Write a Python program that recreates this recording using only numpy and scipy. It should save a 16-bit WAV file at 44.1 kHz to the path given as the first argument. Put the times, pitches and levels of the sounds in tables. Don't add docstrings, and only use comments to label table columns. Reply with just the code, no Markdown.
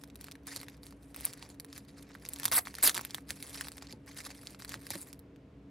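import sys
import numpy as np
from scipy import signal
from scipy.fft import rfft, irfft, next_fast_len
from scipy.io import wavfile
from scipy.ndimage import uniform_filter1d, map_coordinates

SR = 44100
rng = np.random.default_rng(int(sys.argv[2]) if len(sys.argv) > 2 else 0)


def to_wav(sig):
    pcm = np.clip(np.atleast_2d(sig), -1, 1) * 32767
    pcm = np.round(pcm).astype(np.int16)
    wavfile.write(sys.argv[1], SR, pcm.T)


N = 251370
LET_GO_S = 5.17
USUAL_DB = -47


def amp(db):
    return 10 ** (np.asarray(db) / 20)


def unit(x):
    return x / np.sqrt(np.mean(x ** 2) + 1e-20)


def along(points, hz):
    f, v = np.transpose(points)
    return np.interp(np.log(hz + 1), np.log(f + 1), v)


def wobble(rate):
    knots = rng.standard_normal(int(N * rate / SR) + 4)
    return map_coordinates(knots, [np.arange(N) * rate / SR])


def noise(width):
    mid, side = rng.standard_normal((2, N))
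    return unit(np.array([mid + width * side, mid - width * side]))


def filtered(x, response):
    size = next_fast_len(N + SR // 2)
    return irfft(rfft(x, size) * response(np.fft.rfftfreq(size, 1 / SR)), size)[..., :N]


def coloured(x, curve):
    return filtered(x, lambda hz: amp(along(curve, hz)))


def fan(waver_rate=13, rumble_db=-57, airflow_db=-66.5):
    # frequency in Hz, rms level in dB, waver from 0 to 1.
    hum = [(62, -63.5, 1), (151.7, -66.5, 0.8), (193.3, -68.5, 0.9), (211.2, -75, 0.8),
           (281.8, -59.5, 0.25), (420, -78, 0.2)]
    # frequency in Hz, relative density in dB.
    rumble_curve = [(15, -59), (25, -31.5), (40, -12.5), (65, -2), (136, 1), (168, -7), (200, -2.5),
                    (245, -5.5), (277, 3), (335, -9), (500, -8), (650, -52), (1100, -120)]
    airflow_curve = [(240, -26.5), (400, -11), (666, -8.5), (765, -16), (826, -16.5), (1090, -16.5),
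                     (1160, -19.5), (2250, -23), (16000, -52)]
    t = np.arange(N) / SR
    tones = 0
    for hz, db, waver in hum:
        swing = 1 - waver + waver * (wobble(waver_rate) + 1j * wobble(waver_rate)) / np.sqrt(2)
        tones = tones + amp(db) * unit(np.real(swing * np.exp(2j * np.pi * hz * t)))
    rumble = unit(coloured(noise(width=0.033), rumble_curve))
    airflow = unit(coloured(noise(width=0.45), airflow_curve))
    return tones + amp(rumble_db) * rumble + amp(airflow_db) * airflow


def registers(hz):
    corners = [1900, 3200, 6500, 9000]
    body, middle, top = [0.85, 0.11, 0, 0.11], [0, 0.75, 0.89, 0.049], [0, 0.0087, 0.06, 0.9]
    return np.array([np.interp(hz, corners, share) for share in (body, middle, top)])


def sliding(grip_db_per_s=1099, swell_db_per_s=43.5, lift_db_per_s=386.5, touch_db=-82):
    # start in seconds, length in seconds,
    # final strength in dB, crispness in dB relative to strength.
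    strokes = [(0, 0.029, -66, 5), (0.192, 0.081, -58, -3), (0.474, 0.099, -44, -2.5),
               (0.594, 0.034, -55, -3), (0.667, 0.065, -59.5, -8), (0.838, 0.014, -58.5, 7),
               (0.874, 0.026, -60.5, 0), (0.968, 0.2, -71, 9), (1.153, 0.069, -53, 0),
               (1.245, 0.033, -43, -0.5), (1.322, 0.13, -54, -8), (1.502, 0.0077, -53, -2),
               (1.688, 0.048, -57, -7), (1.763, 0.0068, -48.5, -1), (1.88, 0.026, -59, -3),
               (1.972, 0.015, -55, -6), (2.026, 0.13, -60, -22), (2.21, 0.16, -54.5, -3),
               (2.399, 0.058, -42.5, -11), (2.671, 0.012, -45, -1), (2.766, 0.038, -47.5, -8),
               (2.942, 0.036, -39, -18), (3.014, 0.15, -52, -6), (3.29, 0.021, -48, 3.5),
               (3.357, 0.15, -49, 3.5), (3.536, 0.072, -41, -2), (3.636, 0.028, -47, -3),
               (3.72, .06, -58.5, 1), (3.822, 0.0044, -50, -13), (3.895, 0.014, -52.5, -13),
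               (4.081, 0.0047, -48, -9), (4.1, 0.025, -56.5, -11), (4.167, 0.022, -43, -3.5),
               (4.245, 0.014, -42.5, 0), (4.292, 0.015, -48.5, -7), (4.343, 0.11, -55.5, 2.5),
               (4.475, 0.034, -49.5, 0), (4.597, 0.048, -53.5, 2), (4.683, 0.052, -45, -7),
               (4.815, 0.1, -54, 1.5), (4.904, 0.044, -45, 0), (4.966, 0.051, -55.5, 18),
               (5.032, 0.066, -61, 4)]
    t = np.arange(0, N, 32) / SR
    start, length, peak_db, crisp_db = np.transpose(strokes)[:, :, None]
    past_end = t - start - length
    catch_db = -grip_db_per_s * np.maximum(start - t, 0)
    press_db = np.minimum(swell_db_per_s * past_end, -lift_db_per_s * past_end)
    power = amp(peak_db + catch_db + press_db) ** 2
    creep = amp(touch_db - lift_db_per_s * np.maximum(t - LET_GO_S, 0)) ** 2
    total = power.sum(axis=0) + creep
    db = 10 * np.log10(total)
    body_db = 3 + 0.14 * (USUAL_DB - db)
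    return np.transpose([t, db, body_db, (power * crisp_db).sum(axis=0) / total])


def played(drive, gesture):
    times, *columns = np.transpose(gesture)
    t = np.arange(N) / SR
    db, body_db, crisp_db = (np.interp(t, times, column) for column in columns)
    body, middle, top = filtered(drive, lambda hz: registers(hz)[:, None])
    active = (t >= times[0]) * (t <= times[-1])
    return active * amp(db) * (amp(body_db) * body + middle + amp(crisp_db) * top)


def slips(rate, spread_db, scatter, hiss):
    at = np.flatnonzero(rng.random(N) < rate / SR)
    size, side = np.clip(rng.standard_normal((2, N)), -2, 2)[:, at]
    pan = np.array([1 + scatter * side, 1 - scatter * side])
    pulses = np.zeros((2, N))
    pulses[:, at] = rng.choice([-1, 1], N)[at] * amp(spread_db * size) * pan
    return np.sqrt(1 - hiss) * unit(pulses) + np.sqrt(hiss) * noise(scatter)


def flexing(x, depth_db, size=128):
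    spectra = signal.stft(x, nperseg=size)[2]
    field = rng.standard_normal(spectra.shape[1:])
    for axis, span in [(0, 2), (0, 2), (1, 3), (1, 6)]:
        field = uniform_filter1d(field, span, axis)
    gain = amp(depth_db * np.clip(unit(field), -2, 2))
    gain /= np.sqrt(np.mean(gain ** 2, axis=0))
    return signal.istft(spectra * gain, nperseg=size)[1][:, :N]


def rubbing():
    # frequency in Hz, gain in dB.
    face = [(500, 3.5), (1400, -2), (2300, 3.5), (4000, -1), (5200, 3), (7000, 3), (10000, 0.5),
            (13000, -5.5)]
    grip = amp(2.4 * wobble(110))
    grains = unit(grip * slips(rate=700, spread_db=5, scatter=0.45, hiss=0.24))
    grains = flexing(grains, depth_db=4)
    return coloured(played(grains, sliding()), face)


def crinkles(count=130, level_db=-26, follow=0.54, scatter_db=(3, 6, 3)):
    t, stroke_db = sliding().T[:2]
    starts = LET_GO_S * rng.random(count)
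    db, body_db, crisp_db = (np.clip(rng.standard_normal((count, 3)), -2, 2) * scatter_db).T
    pressure_db = follow * (np.interp(starts, t, stroke_db) - USUAL_DB)
    return list(zip(starts, db + level_db + pressure_db, body_db, crisp_db))


def snaps(flutter=2.97, t60=0.0058, rise_t60=0.0024, stiffness=0.16, width=0.42, size=1024):
    # time in seconds, strength in dB,
    # then body and crispness in dB relative to strength.
    buckles = [(0.0375, -20, 4.5, -4), (0.1003, -26.5, 0, -23), (0.157, -21.5, 0.5, 1.5),
               (.2116, -24, -2, 7), (.2428, -22, 2.5, 4), (0.2843, -28, 13.5, -10),
               (0.3134, -18.5, -2.5, -2), (0.3196, -17.5, -6, -8), (0.3542, -28.5, 12, -21),
               (0.4703, -18.5, -4, 2.5), (.5625, -10, -0.5, -1), (.6141, -19, -3, -0.5),
               (.6318, -22.5, 9, -3), (0.684, -19.5, 5.5, -12), (0.833, -22, -3, -5), (.8668, -21, -4, -4),
               (0.925, -31, 12, -21), (1.0316, -38, -7, 4), (1.1454, -20.5, 4.5, -5),
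               (1.1626, -24.5, 8, 10), (1.2092, -26, 8, 10), (1.2525, -20, -18, 24.5), (1.329, -23, -3, 1),
               (1.335, -16, -8, -4), (1.4261, -14, -2, -15), (1.5993, -14, -6, -1), (1.647, -25.5, 6.5, 3),
               (1.7286, -15.5, -4.5, -12), (1.7787, -18, 0, -1), (2.0273, -25, -16, 0),
               (2.1515, -29, 19, -46), (2.2517, -14.5, -1, -12), (2.2621, -15, -6, -16),
               (2.289, -21, -16, 13.5), (2.335, -15.5, -11, 8), (2.361, -14.5, -9, -9), (2.387, -21, 2, 1),
               (2.3989, -15.5, 5.5, 3.5), (2.4327, -9.5, -1.5, -3), (2.4431, -10.5, -5, 4),
               (2.4547, 0, -0.5, 5), (2.4587, -4, -2, -3), (2.4808, -8.5, 0, -3), (2.516, -14, 9, 10),
               (2.522, -6, 4.5, 2), (2.5807, -14, 11, 16), (2.654, -22, 4, 0), (2.66, -17.5, -1, -6),
               (2.6717, -24.5, 20, -1), (2.7418, -19, 6.5, -6), (2.7521, -13, -4.5, -1),
               (2.785, -18.5, 6.5, -1), (2.8281, -6, 3, 6.5), (2.8757, -1.5, -2, 11),
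               (2.8816, -10, -5.5, 1), (2.8951, 4.5, -3.5, -6), (2.9453, -9, 4, 1), (2.95, -6, -3, 0),
               (2.9671, -5, 2.5, -11), (2.9776, -7, 7.5, 1.5), (2.9935, -25.5, 20, 1), (3.0114, -17, 5, 3),
               (3.0502, -11, -1.5, 2), (3.1078, -13, -12, -10), (3.1461, -6.5, -1.5, 0.5),
               (3.183, -27.5, 15.5, -9), (3.3002, -27, 16.5, -2), (3.3058, -5, -0.5, -3),
               (3.4267, -14, 0, 1.5), (3.6103, -10, 7, -1), (3.671, -20.5, 9, -8), (3.6845, -15.5, 2, 2),
               (3.7189, -17.5, 0, -6), (3.781, -18.5, -0.5, -4), (3.8234, -13, 0, -23),
               (3.87, -19, -10, -28), (3.9257, -14.5, -13, -10), (4.1746, -19, 3, -1.5),
               (4.2041, -20.5, 6, -8), (4.304, -27.5, 13, -16), (4.471, -9.5, -12, -13),
               (4.547, -21, 3, -26), (4.622, -16, 0, -18), (4.6481, -17, 4, -1), (4.6933, -15.5, -1, 1),
               (4.7206, -22, 7, 1), (4.7417, -11, 4.5, -8), (4.868, -17, 3, -4), (4.9048, -10, -20, 5.5),
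               (4.9112, -16, -3, -8), (4.9545, -19.5, 6, 2), (5.1296, -19.5, -2.5, 1.5),
               (5.193, -33, -6, 8.5), (5.361, -35.5, 2, -10.5)]
    t = (np.arange(size) - size // 4) / SR
    shares = registers(np.fft.rfftfreq(size, 1 / SR))
    out = np.zeros((2, N + 2 * size))
    for s, db, body_db, crisp_db in list(buckles) + crinkles():
        life = t60 * amp(-stiffness * crisp_db)
        envelope = amp(-60 * np.maximum(t / life, -t / rise_t60))
        mid, side = rng.standard_normal((2, size)) * envelope
        snap = flutter * np.array([mid + width * side, mid - width * side]) / np.linalg.norm(mid)
        snap[:, size // 4] += rng.choice([-1, 1])
        spectrum = rfft(snap)
        register_rms = np.sqrt(shares @ np.mean(abs(spectrum) ** 2, axis=0) / shares.sum(axis=1))
        colour = (amp([db + body_db, db, db + crisp_db]) / register_rms) @ shares
        start = round(s * SR) + 3 * size // 4
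        out[:, start:start + size] += irfft(spectrum * colour)
    return flexing(out[:, size:size + N], depth_db=1)


def knocks(attack_s=0.0047):
    # start in seconds, strength in dB.
    taps = [(0.566, -49), (1.265, -55), (2.454, -42), (2.518, -47), (2.834, -39.5), (2.978, -42),
            (3.305, -44), (3.93, -42), (4.752, -46), (4.905, -41), (4.952, -38)]
    # frequency in Hz, relative level in dB, t60 in seconds.
    modes = [(113, -4.5, 0.15), (223.4, 2, 0.075), (335, 8, 0.032), (475, -5.5, 0.035), (542, 5, 0.033),
             (856, -9.5, 0.064)]
    t, out = np.arange(SR // 5) / SR, np.zeros(N + SR)
    hz, mode_db, t60 = np.transpose(modes)[:, :, None]
    for s, db in taps:
        strength, detune = rng.standard_normal((2, len(modes), 1))
        decay = amp(mode_db + 2 * strength - 60 * t / t60)
        ring = decay * np.sin(2 * np.pi * hz * (1 + 0.06 * detune) * t)
        out[round(s * SR):][:len(t)] += amp(db) * ring.sum(axis=0) * (1 - np.exp(-t / attack_s))
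    return out[:N]


def peeling():
    # time in seconds, relative strength in dB,
    # then body and crispness in dB relative to strength.
    first_pull = [(2.514, -39.5, -3, -2), (2.52, -30, 5.5, -4), (2.54, -34, 8, 6), (2.555, -34, 3.5, 11),
                  (2.57, -33, 5.5, 14.5), (2.58, -35.5, 8.5, 11), (2.589, -33, 9, 14),
                  (2.597, -47, 1.5, -10.5), (2.612, -52, 6, -3.5)]
    second_pull = [(2.824, -42.5, -11.5, -2.5), (2.833, -31.5, 6, 13.5), (2.848, -28.5, 2.5, 8.5),
                   (2.862, -27.5, -2.5, 8.5), (2.874, -25, -3, -3.5), (2.886, -29.5, 1, 0),
                   (2.899, -37, 4.5, -15), (2.917, -43.5, 4, -4.5)]
    first = played(slips(rate=2400, spread_db=2, scatter=0.1, hiss=0.12), first_pull)
    second = played(slips(rate=1600, spread_db=2, scatter=0.1, hiss=0.18), second_pull)
    return flexing(amp(1.5) * first + amp(2.5) * second, depth_db=4.5)


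def flap(swell_s=0.00097, sag=3):
    # start in seconds, opening pitch in Hz, peak level in dB.
    swings = [(2.5765, 988, -31.5), (2.5825, 1253, -29), (2.5905, 785, -31.5), (4.9055, 860, -37)]
    t, out = np.arange(SR // 20) / SR, np.zeros(N + SR)
    envelope = t / swell_s * np.exp(1 - t / swell_s)
    for s, hz, db in swings:
        out[round(s * SR):][:len(t)] += amp(db) * envelope * np.sin(2 * np.pi * hz * t * (1 - sag * t))
    return out[:N]


def sleeve(drive, lag_s=0.0004):
    # frequency in Hz, gain in dB.
    film = [(60, -28), (200, -10), (450, -7.5), (900, -1.5), (1900, 1.5), (3000, -3), (3700, 2), (4500, 3),
            (6300, -5.5), (8500, -3.5), (10500, 0), (12500, 1), (14000, 1.5), (15500, 2.5)]
    bend = lambda hz: 4 * np.pi * lag_s * np.sqrt(hz * 1000)
    return filtered(drive, lambda hz: amp(along(film, hz)) * np.exp(-1j * bend(hz)))


def room(x, tail_db=-15, smear_t60=0.0018):
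    # frequency in Hz, t60 in seconds.
    decay = [(200, 0.16), (1500, 0.15), (5000, 0.12), (14000, 0.2)]
    # delay in seconds, level in dB.
    echoes = [(.0048, -9), (.0062, -19.5), (.034, -38), (.041, -38)]
    hz, t, spectra = signal.stft(rng.standard_normal((2, SR // 3)), SR, nperseg=256)
    tail = signal.istft(spectra * amp(-60 * t / along(decay, hz)[:, None]), SR, nperseg=256)[1]
    answer = amp(tail_db) * tail / np.linalg.norm(tail[0])
    fade = amp(-60 * np.arange(SR // 100) / SR / smear_t60)
    for delay, db in echoes:
        smear = rng.standard_normal((2, len(fade))) * fade / np.linalg.norm(fade)
        answer[:, round(delay * SR):][:, :len(fade)] += amp(db) * smear
    return signal.fftconvolve(x, answer, axes=1)[:, :N]


def capsules(x, roam_samples=0.094, roam_rate=25):
    # frequency in Hz, side gain in dB.
    width = [(100, -21.5), (600, -11), (1300, 1.5), (2200, -9), (4000, -11.5), (8000, 0.5), (15000, -22)]
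    # frequency in Hz, left minus right in dB.
    tilt = [(100, 0), (250, -2.4), (700, 0.5), (1200, -1.2), (2000, 0.3), (4000, -1), (9000, -0.8)]
    # frequency in Hz, lead of the left in radians.
    lead = [(100, 0), (3000, 0), (5500, .22), (7000, .5), (8500, .8), (10200, .35), (11000, .85),
            (12000, 1.6), (13000, 2.2), (14700, 3.14), (16000, 3.45)]
    mid = x.mean(axis=0)
    side = coloured((x[0] - x[1]) / 2, width)
    side += roam_samples * wobble(roam_rate) * np.gradient(mid)
    log_ratio = lambda hz: np.log(amp(along(tilt, hz))) + 1j * along(lead, hz)
    halves = np.array([[0.5], [-0.5]])
    return filtered(np.array([mid + side, mid - side]), lambda hz: np.exp(halves * log_ratio(hz)))


def scene():
    handling = sleeve(snaps() + rubbing() + peeling()) + flap() + knocks()
    return capsules(handling + room(handling)) + fan()


def record(dry, top_hz=15800):
    return filtered(dry, lambda hz: 1 / np.sqrt(1 + (hz / top_hz) ** 160))


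dry = scene()
out = record(dry)
to_wav(out)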